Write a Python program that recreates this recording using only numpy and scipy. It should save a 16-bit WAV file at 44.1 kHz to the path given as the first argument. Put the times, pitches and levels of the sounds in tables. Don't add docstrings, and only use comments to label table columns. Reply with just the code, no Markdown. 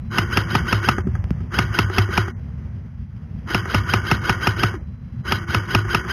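import sys
import numpy as np
from scipy import signal
from scipy.fft import rfft, irfft, next_fast_len
from scipy.io import wavfile
from scipy.ndimage import uniform_filter1d, minimum_filter1d, map_coordinates

SR = 44100
rng = np.random.default_rng(int(sys.argv[2]) if len(sys.argv) > 2 else 0)


def materialize(psi):
    bounded = np.clip(np.atleast_2d(psi).T, -1, 1)
    quanta = np.round(bounded * 32767).astype(np.int16)
    wavfile.write(sys.argv[1], SR, quanta)


def natural_amplitude(level_db):
    exponent = np.asarray(level_db, float) / 20
    return 10 ** exponent


N = 269892

# [t/s, level/dB]
GUSTS = [(0.0, -28), (0.61, -21), (0.71, -29), (1.12, -22), (1.5, -26), (1.79, -25), (2.33, -27.5),
         (2.68, -27), (3.07, -32.5), (3.2, -29), (3.7, -26.5), (3.97, -25.5), (4.7, -24), (4.93, -31),
         (5.2, -28.5), (6.12, -25.5)]
# [f/Hz, level/dB per Hz]
BUFFET_SPECTRUM = [(20, -43), (38, -14.5), (56, -2.5), (76, -1.5), (120, -4), (188, -10.5), (240, -13),
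                   (300, -46), (450, -52)]
# [f/Hz, level/dB per Hz]
TREE_SPECTRUM = [(300, -8), (700, -0.5), (1200, 1), (2050, -2), (2600, -15.5), (3900, -20)]
# [f/Hz, level/dB per Hz]
CLOTH_SPECTRUM = [(200, -12.5), (320, 6), (600, -2), (1100, -12.5), (1800, -22.5)]

# [t/s, peak level/dB, f/Hz, swell/s]
THUDS = [(0.983, -12, 200, 0.0023), (1.069, -8, 187, 0.0044), (1.083, -19, 186, 0.0046),
         (1.099, -25.5, 96, 0.0099), (1.134, -19.5, 83.3, 0.0073), (1.187, -10, 101.3, 0.01),
         (1.244, -8, 101.2, 0.0067), (1.308, -7.5, 183, 0.0049), (1.407, -18, 108.5, 0.0074),
         (1.489, -27.5, 85.2, 0.0067), (1.841, -13.5, 106, 0.0074), (1.859, -13.5, 102, 0.024),
         (2.089, -22.5, 102, 0.034), (2.287, -20, 102, 0.008), (3.597, -25, 89.4, 0.008),
         (4.751, -27.5, 329, 0.011), (5.208, -29, 87, 0.011)]
# [t/s, peak level/dB]
TICKS = [
    (1.242, -27),
    (1.307, -23.5),
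]

# [t/s, peak level/dB, low knock level/dB]
CLICKS = [(0.983, -8.5, -5), (1.072, -23.5, 8), (1.153, -16.5, -12.5), (1.161, -27, -15), (1.405, -30, 2),
          (1.899, -12.5, -1.5), (2.089, -20, 7), (2.28, -14.5, -4.5), (3.656, -12.5, -7.5),
          (4.04, -31.5, -10), (4.739, -16.5, -0.5), (5.651, -31, -6), (5.85, -18, -1), (6.049, -17.5, -5)]
# [f/Hz, level/dB, t60/s]
SEAR_MODES = [(1290, 2, 0.026), (1576, 8.5, 0.0098), (1902, -12.5, 0.053), (798, -2.5, 0.029),
              (3270, -20.5, 0.026)]

# [t/s, peak level/dB, boom level/dB, whine level/dB]
SHOTS = [(0.183, -5.5, 1.4, -9), (0.371, -4.5, -6.5, 1), (0.551, -5.5, -3, -5), (0.726, -7, 4, 0.5),
         (0.886, -4.5, -10.5, 1), (1.587, -5.5, 0, -1.8), (1.787, -5, -3.3, -3.2), (1.982, -5.5, 5.8, -6.5),
         (2.176, -5.5, 4.5, -1.5), (3.545, -6.5, -1, -5.5), (3.745, -6.5, 3.5, -3), (3.936, -6, -2, -2),
         (4.113, -4.5, -6, -1), (4.294, -6, -5.5, 0.1), (4.470, -5, -4, 0), (4.633, -5, -1, 0.5),
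         (5.321, -7.5, 0.5, -3), (5.545, -8, 4.5, -3.5), (5.748, -5, 3.5, -2.5), (5.946, -5.5, -9, 1)]
# [t/s, peak level/dB, boom level/dB, whine level/dB]
CUT_SHOT = (6.14, -12, 0, 0)
# [multiple of mesh frequency, level/dB]
MESH_PARTIALS = [(.33, -14), (1, 0), (1.31, -5), (1.66, -4), (2, 0), (2.3, -16)]
# [f/Hz, level/dB]
CASE_RESPONSE = [(800, -2), (1250, 0), (1400, 1), (1500, 7), (1600, 0), (1900, -3), (2200, -7), (2500, -13),
                 (2850, -5), (3080, 0), (3300, -3), (3800, -4)]
# [f/Hz, width/Hz, level/dB]
RECEIVER_MODES = [(344.7, 31.7, 5), (1052, 154, -5), (1214, 42.5, 0.5), (1468, 78, 2), (1910, 99, -7.5),
                  (2197, 89, -9.5)]
# [f/Hz, width/Hz, level/dB]
HIGH_RECEIVER_MODES = [(2758, 580, -5.5), (3050, 194, 2), (3930, 307, 1.5)]
# [f/Hz, level/dB]
RADIATION = [(450, -0.26), (700, -1), (900, -0.94), (2150, 2.5), (2420, -5.5), (2700, -2.5), (3300, -0.5),
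             (3600, -2.5)]

# [t from slam/s, f/Hz, t60/s]
SLAM_STAGES = [(-.0065, 420, .03), (-.0065, 800, .025), (-.006, 1750, .03), (.0012, 2750, .014),
               (.001, 3350, .012), (.001, 2450, .014), (.001, 930, .018), (.0035, 2080, .035),
               (.001, 260, .035), (.0036, 1270, .022), (.0045, 700, .025), (.0055, 370, .05),
               (.0068, 1480, .035), (.005, 2900, .03), (.033, 1480, .05), (.034, 2950, .03)]
SLAM_LEVELS = [-13.5, -17, -13.5, 0.5, -14.5, -7, -2, -12, -12, 1.2, -10.5, -10, -15, -16, -14, -26]
# [f/Hz, level/dB, t60/s]
BOOM_MODES = [(102, -6.5, 0.38), (69.2, -14, 0.18), (1468, -18.5, 0.11), (381.6, -24, 0.19),
              (183, -12, 0.057)]

# [f/Hz, level/dB]
MICROPHONE = [(25, -17.5), (60, -2.5), (600, -2.12), (2400, 1), (3300, 0), (3520, -10), (3760, -5.5),
              (3960, -12)]
# [f/Hz, level/dB]
MUTING_LIMIT = [(700, -31), (2400, -30), (3100, -34), (3600, -26)]
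# [f/Hz, level/dB]
OUTPUT_LIFT = [(3000, -0.21), (4800, 3.5), (9000, 1.0), (13000, 6), (15000, 1.5), (16200, -4)]

CAMERA_HZ = 8000


def unit(x):
    return x / np.sqrt(np.mean(x ** 2) + 1e-20)


def along(points, hz):
    f, v = np.transpose(points)
    return np.interp(np.log(hz + 1), np.log(f + 1), v)


def wobble(rate):
    knots = rng.standard_normal(int(N * rate / SR) + 4)
    return map_coordinates(knots, [np.arange(N) * rate / SR])


def filtered(x, response):
    m = next_fast_len(N + SR // 2)
    return irfft(rfft(x, m) * response(np.fft.rfftfreq(m, 1 / SR)), m)[..., :N]


def shaped(x, curve):
    return filtered(x, lambda f: natural_amplitude(along(curve, f)))


def resonances(modes):
    def response(f):
        total = 0
        for k, (centre, width, db) in enumerate(modes):
            damping = 1j * f * width
            total = total + (-1) ** k * natural_amplitude(db) * damping / (centre * centre - f * f + damping)
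        return total
    return response


def ring(hz, db, t60, attack):
    t = np.arange(SR // 2) / SR
    return natural_amplitude(db - 60 * t / t60) * np.sin(2 * np.pi * hz * t) * (1 - np.exp(-t / attack))


def add(track, s, sound):
    part = track[max(round(s * SR), 0):][:len(sound)]
    part += sound[:len(part)]


def wind():
    calm_db = -28
    trees_db, trees_grow = -56, 1.3
    cloth_db, cloth_grows = -52, 1.55

    def noise(spectrum):
        return shaped(rng.standard_normal(N), spectrum)

    buffet = unit(noise(BUFFET_SPECTRUM) * natural_amplitude(1.2 * wobble(14) + 2.2 * wobble(40)))
    trees = unit(noise(TREE_SPECTRUM) * natural_amplitude(1.0 * wobble(16)))
    cloth = unit(noise(CLOTH_SPECTRUM) * natural_amplitude(2.5 * wobble(30)))
    buffet_db = np.interp(np.arange(N) / SR, *np.transpose(GUSTS))
    gust_db = buffet_db - calm_db
    hush = natural_amplitude(trees_db + trees_grow * gust_db) * trees
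    rustle = natural_amplitude(cloth_db + cloth_grows * gust_db) * cloth
    return natural_amplitude(buffet_db + 1.0) * buffet + hush + rustle


def bumps():
    out, t = np.zeros(N), np.arange(SR // 10) / SR
    for s, db, hz, swell in THUDS:
        turns = np.cumsum(hz * (0.92 + 1.48 * np.exp(-t / 0.0019))) / SR
        envelope = ((t / swell) * np.exp(1 - t / swell)) ** 2
        add(out, s, natural_amplitude(db) * np.sin(2 * np.pi * turns) * envelope)
    for s, db in TICKS:
        u = t / 0.0005
        add(out, s, natural_amplitude(db + 11.0) * (1 - u) * np.exp(-u))
    return out


def clicks():
    reset_s, reset_db, reset_knock_db = 0.097, -29.5, -13
    out = np.zeros(N)
    snaps = list(CLICKS) + [(s + reset_s, reset_db, reset_knock_db) for s, *_ in SHOTS]
    luck_db = 1.5 * rng.standard_normal((len(snaps), len(SEAR_MODES)))
    for (s, db, knock_db), row in zip(snaps, luck_db):
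        for (hz, level_db, t60), shift_db in zip(SEAR_MODES, row):
            add(out, s, ring(hz, db + level_db - 9 + shift_db, t60, attack=0.00063))
        add(out, s, ring(370, db + knock_db - 2.5, 0.08, attack=0.002))
    return out


def gearbox():
    pull_s, start_s, brake_s, stop_s = -0.085, -0.069, 0.12, 0.15
    u = np.arange(round(pull_s * SR), round(stop_s * SR)) / SR

    top_hz = 1690
    spin_up = top_hz - (top_hz - 850) * np.exp(-(u + 0.063) / 0.018)
    coast = np.exp(-np.maximum(u - 0.017, 0) / 0.076)
    speed = np.maximum(spin_up * coast, 200)
    ends_db = np.interp(u, [pull_s, start_s, brake_s, stop_s], [-17.5, 0, 0, -17.5])

    whine_db, unloaded_db = -25.5, -10.5
    released = np.clip((u + 0.013) / 0.02 + 0.5, 0, 1)
    growth = np.where(u < 0, 1, 1.2)
    load = natural_amplitude(ends_db + whine_db + released * unloaded_db) * (speed / top_hz) ** growth
    load = load / (1 + (850 / speed) ** 8)

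    rattle_db, coasting_db = -25.5, -34.5
    rise_db = 117.5 * u
    fall_db = np.maximum(-184.5 * np.maximum(u - 0.038, 0), coasting_db - rattle_db)
    slope_db = np.where(u < 0, rise_db, fall_db)
    pick_up_db = 4.5 * np.exp(-((u + 0.039) / 0.0062) ** 2)
    power = natural_amplitude(2 * (ends_db + rattle_db + slope_db + pick_up_db))

    whine, body_power, treble_power = np.zeros((3, N))
    for s, _, _, whine_shift_db in list(SHOTS) + [CUT_SHOT]:
        tone = 0
        for multiple, db in MESH_PARTIALS:
            turns = multiple * np.cumsum(speed) / SR + rng.random()
            tone = tone + natural_amplitude(db) * np.sin(2 * np.pi * turns)
        add(whine, s + u[0], natural_amplitude(whine_shift_db) * load * tone)
        add(body_power, s + u[0], power)
        add(treble_power, s + u[0], power * (speed / 1600) ** 1.2)

    whine = shaped(whine * natural_amplitude(1.5 * wobble(90)), CASE_RESPONSE)
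    body_grain, treble_grain = natural_amplitude(1.5 * wobble(200)), natural_amplitude(1.5 * wobble(200))
    body = unit(filtered(rng.standard_normal(N) * body_grain, resonances(RECEIVER_MODES)))
    treble = unit(filtered(rng.standard_normal(N) * treble_grain, resonances(HIGH_RECEIVER_MODES)))
    rattle = np.sqrt(body_power) * body + natural_amplitude(-1.0) * np.sqrt(treble_power) * treble
    return whine + shaped(rattle, RADIATION)


def piston():
    out, t = np.zeros(N), np.arange(SR // 10) / SR
    luck = rng.standard_normal((len(SHOTS), len(SLAM_STAGES), 2)) * [0.015, 1.5]
    crack_envelope = natural_amplitude(-60 * t / 0.038) * (1 - np.exp(-t / 0.00015))
    cracks = rng.standard_normal((len(SHOTS), len(t))) * crack_envelope
    recoil_turns = np.cumsum(100 + 230 * np.exp(-t / 0.0071)) / SR
    recoil = np.sin(2 * np.pi * recoil_turns) * (t / 0.004) * np.exp(1 - t / 0.0083)
    for (s, db, boom_db, *_), row, crack in zip(SHOTS, luck, cracks):
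        for (lag, hz, t60), level_db, (detune, shift_db) in zip(SLAM_STAGES, SLAM_LEVELS, row):
            add(out, s + lag, ring(hz * (1 + detune), db + level_db + shift_db, t60, attack=0.0005))
        add(out, s, natural_amplitude(db + 3.5) * crack + natural_amplitude(db - 14) * recoil)
        add(out, s - 0.008, natural_amplitude(db - 13) * crack[::2])
        for (hz, level_db, t60), (detune, shift_db) in zip(BOOM_MODES, row):
            boom_level_db = db + boom_db + level_db + shift_db
            add(out, s + 0.00318, ring(hz * (1 + 0.89 * detune), boom_level_db, t60, attack=0.005))
    return out


def scene():
    return (wind() + bumps() + clicks() + gearbox() + piston())[None]


def mute_faint(x):
    hz, _, z = signal.stft(x, CAMERA_HZ, nperseg=384)
    level_db = 20 * np.log10(np.abs(z) + 1e-10)
    band_db = 10 * np.log10(uniform_filter1d(np.abs(z) ** 2, size=15, axis=0) + 1e-20)
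    loud_db = -minimum_filter1d(-band_db[hz > 800].max(axis=0), size=5, origin=1)
    limit_db = loud_db + along(MUTING_LIMIT, hz)[:, None]
    kept = (band_db > limit_db) | (level_db > limit_db + 3)
    thinned = z * np.where(kept, 1, natural_amplitude(-25))
    return signal.istft(thinned, CAMERA_HZ, nperseg=384)[1][:len(x)]


def low_pass(x):
    return signal.sosfilt(signal.butter(12, 16490, fs=SR, output="sos"), x)


def record(dry):
    band = filtered(dry[0], lambda f: natural_amplitude(along(MICROPHONE, f)) * (f < 3960))
    band = band / (1 + np.abs(band / 0.95) ** 8) ** (1 / 8)
    t = np.arange(N) / SR
    sample_times = np.arange(int(t[-1] * CAMERA_HZ) + 1) / CAMERA_HZ
    samples = mute_faint(map_coordinates(band, [sample_times * SR]))
    joined = np.interp(t, sample_times, samples)
    lifted = filtered(joined, lambda f: natural_amplitude(along(OUTPUT_LIFT, f)) * (f < 16450))
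    return low_pass(lifted[None])


dry = scene()
out = record(dry)
materialize(out)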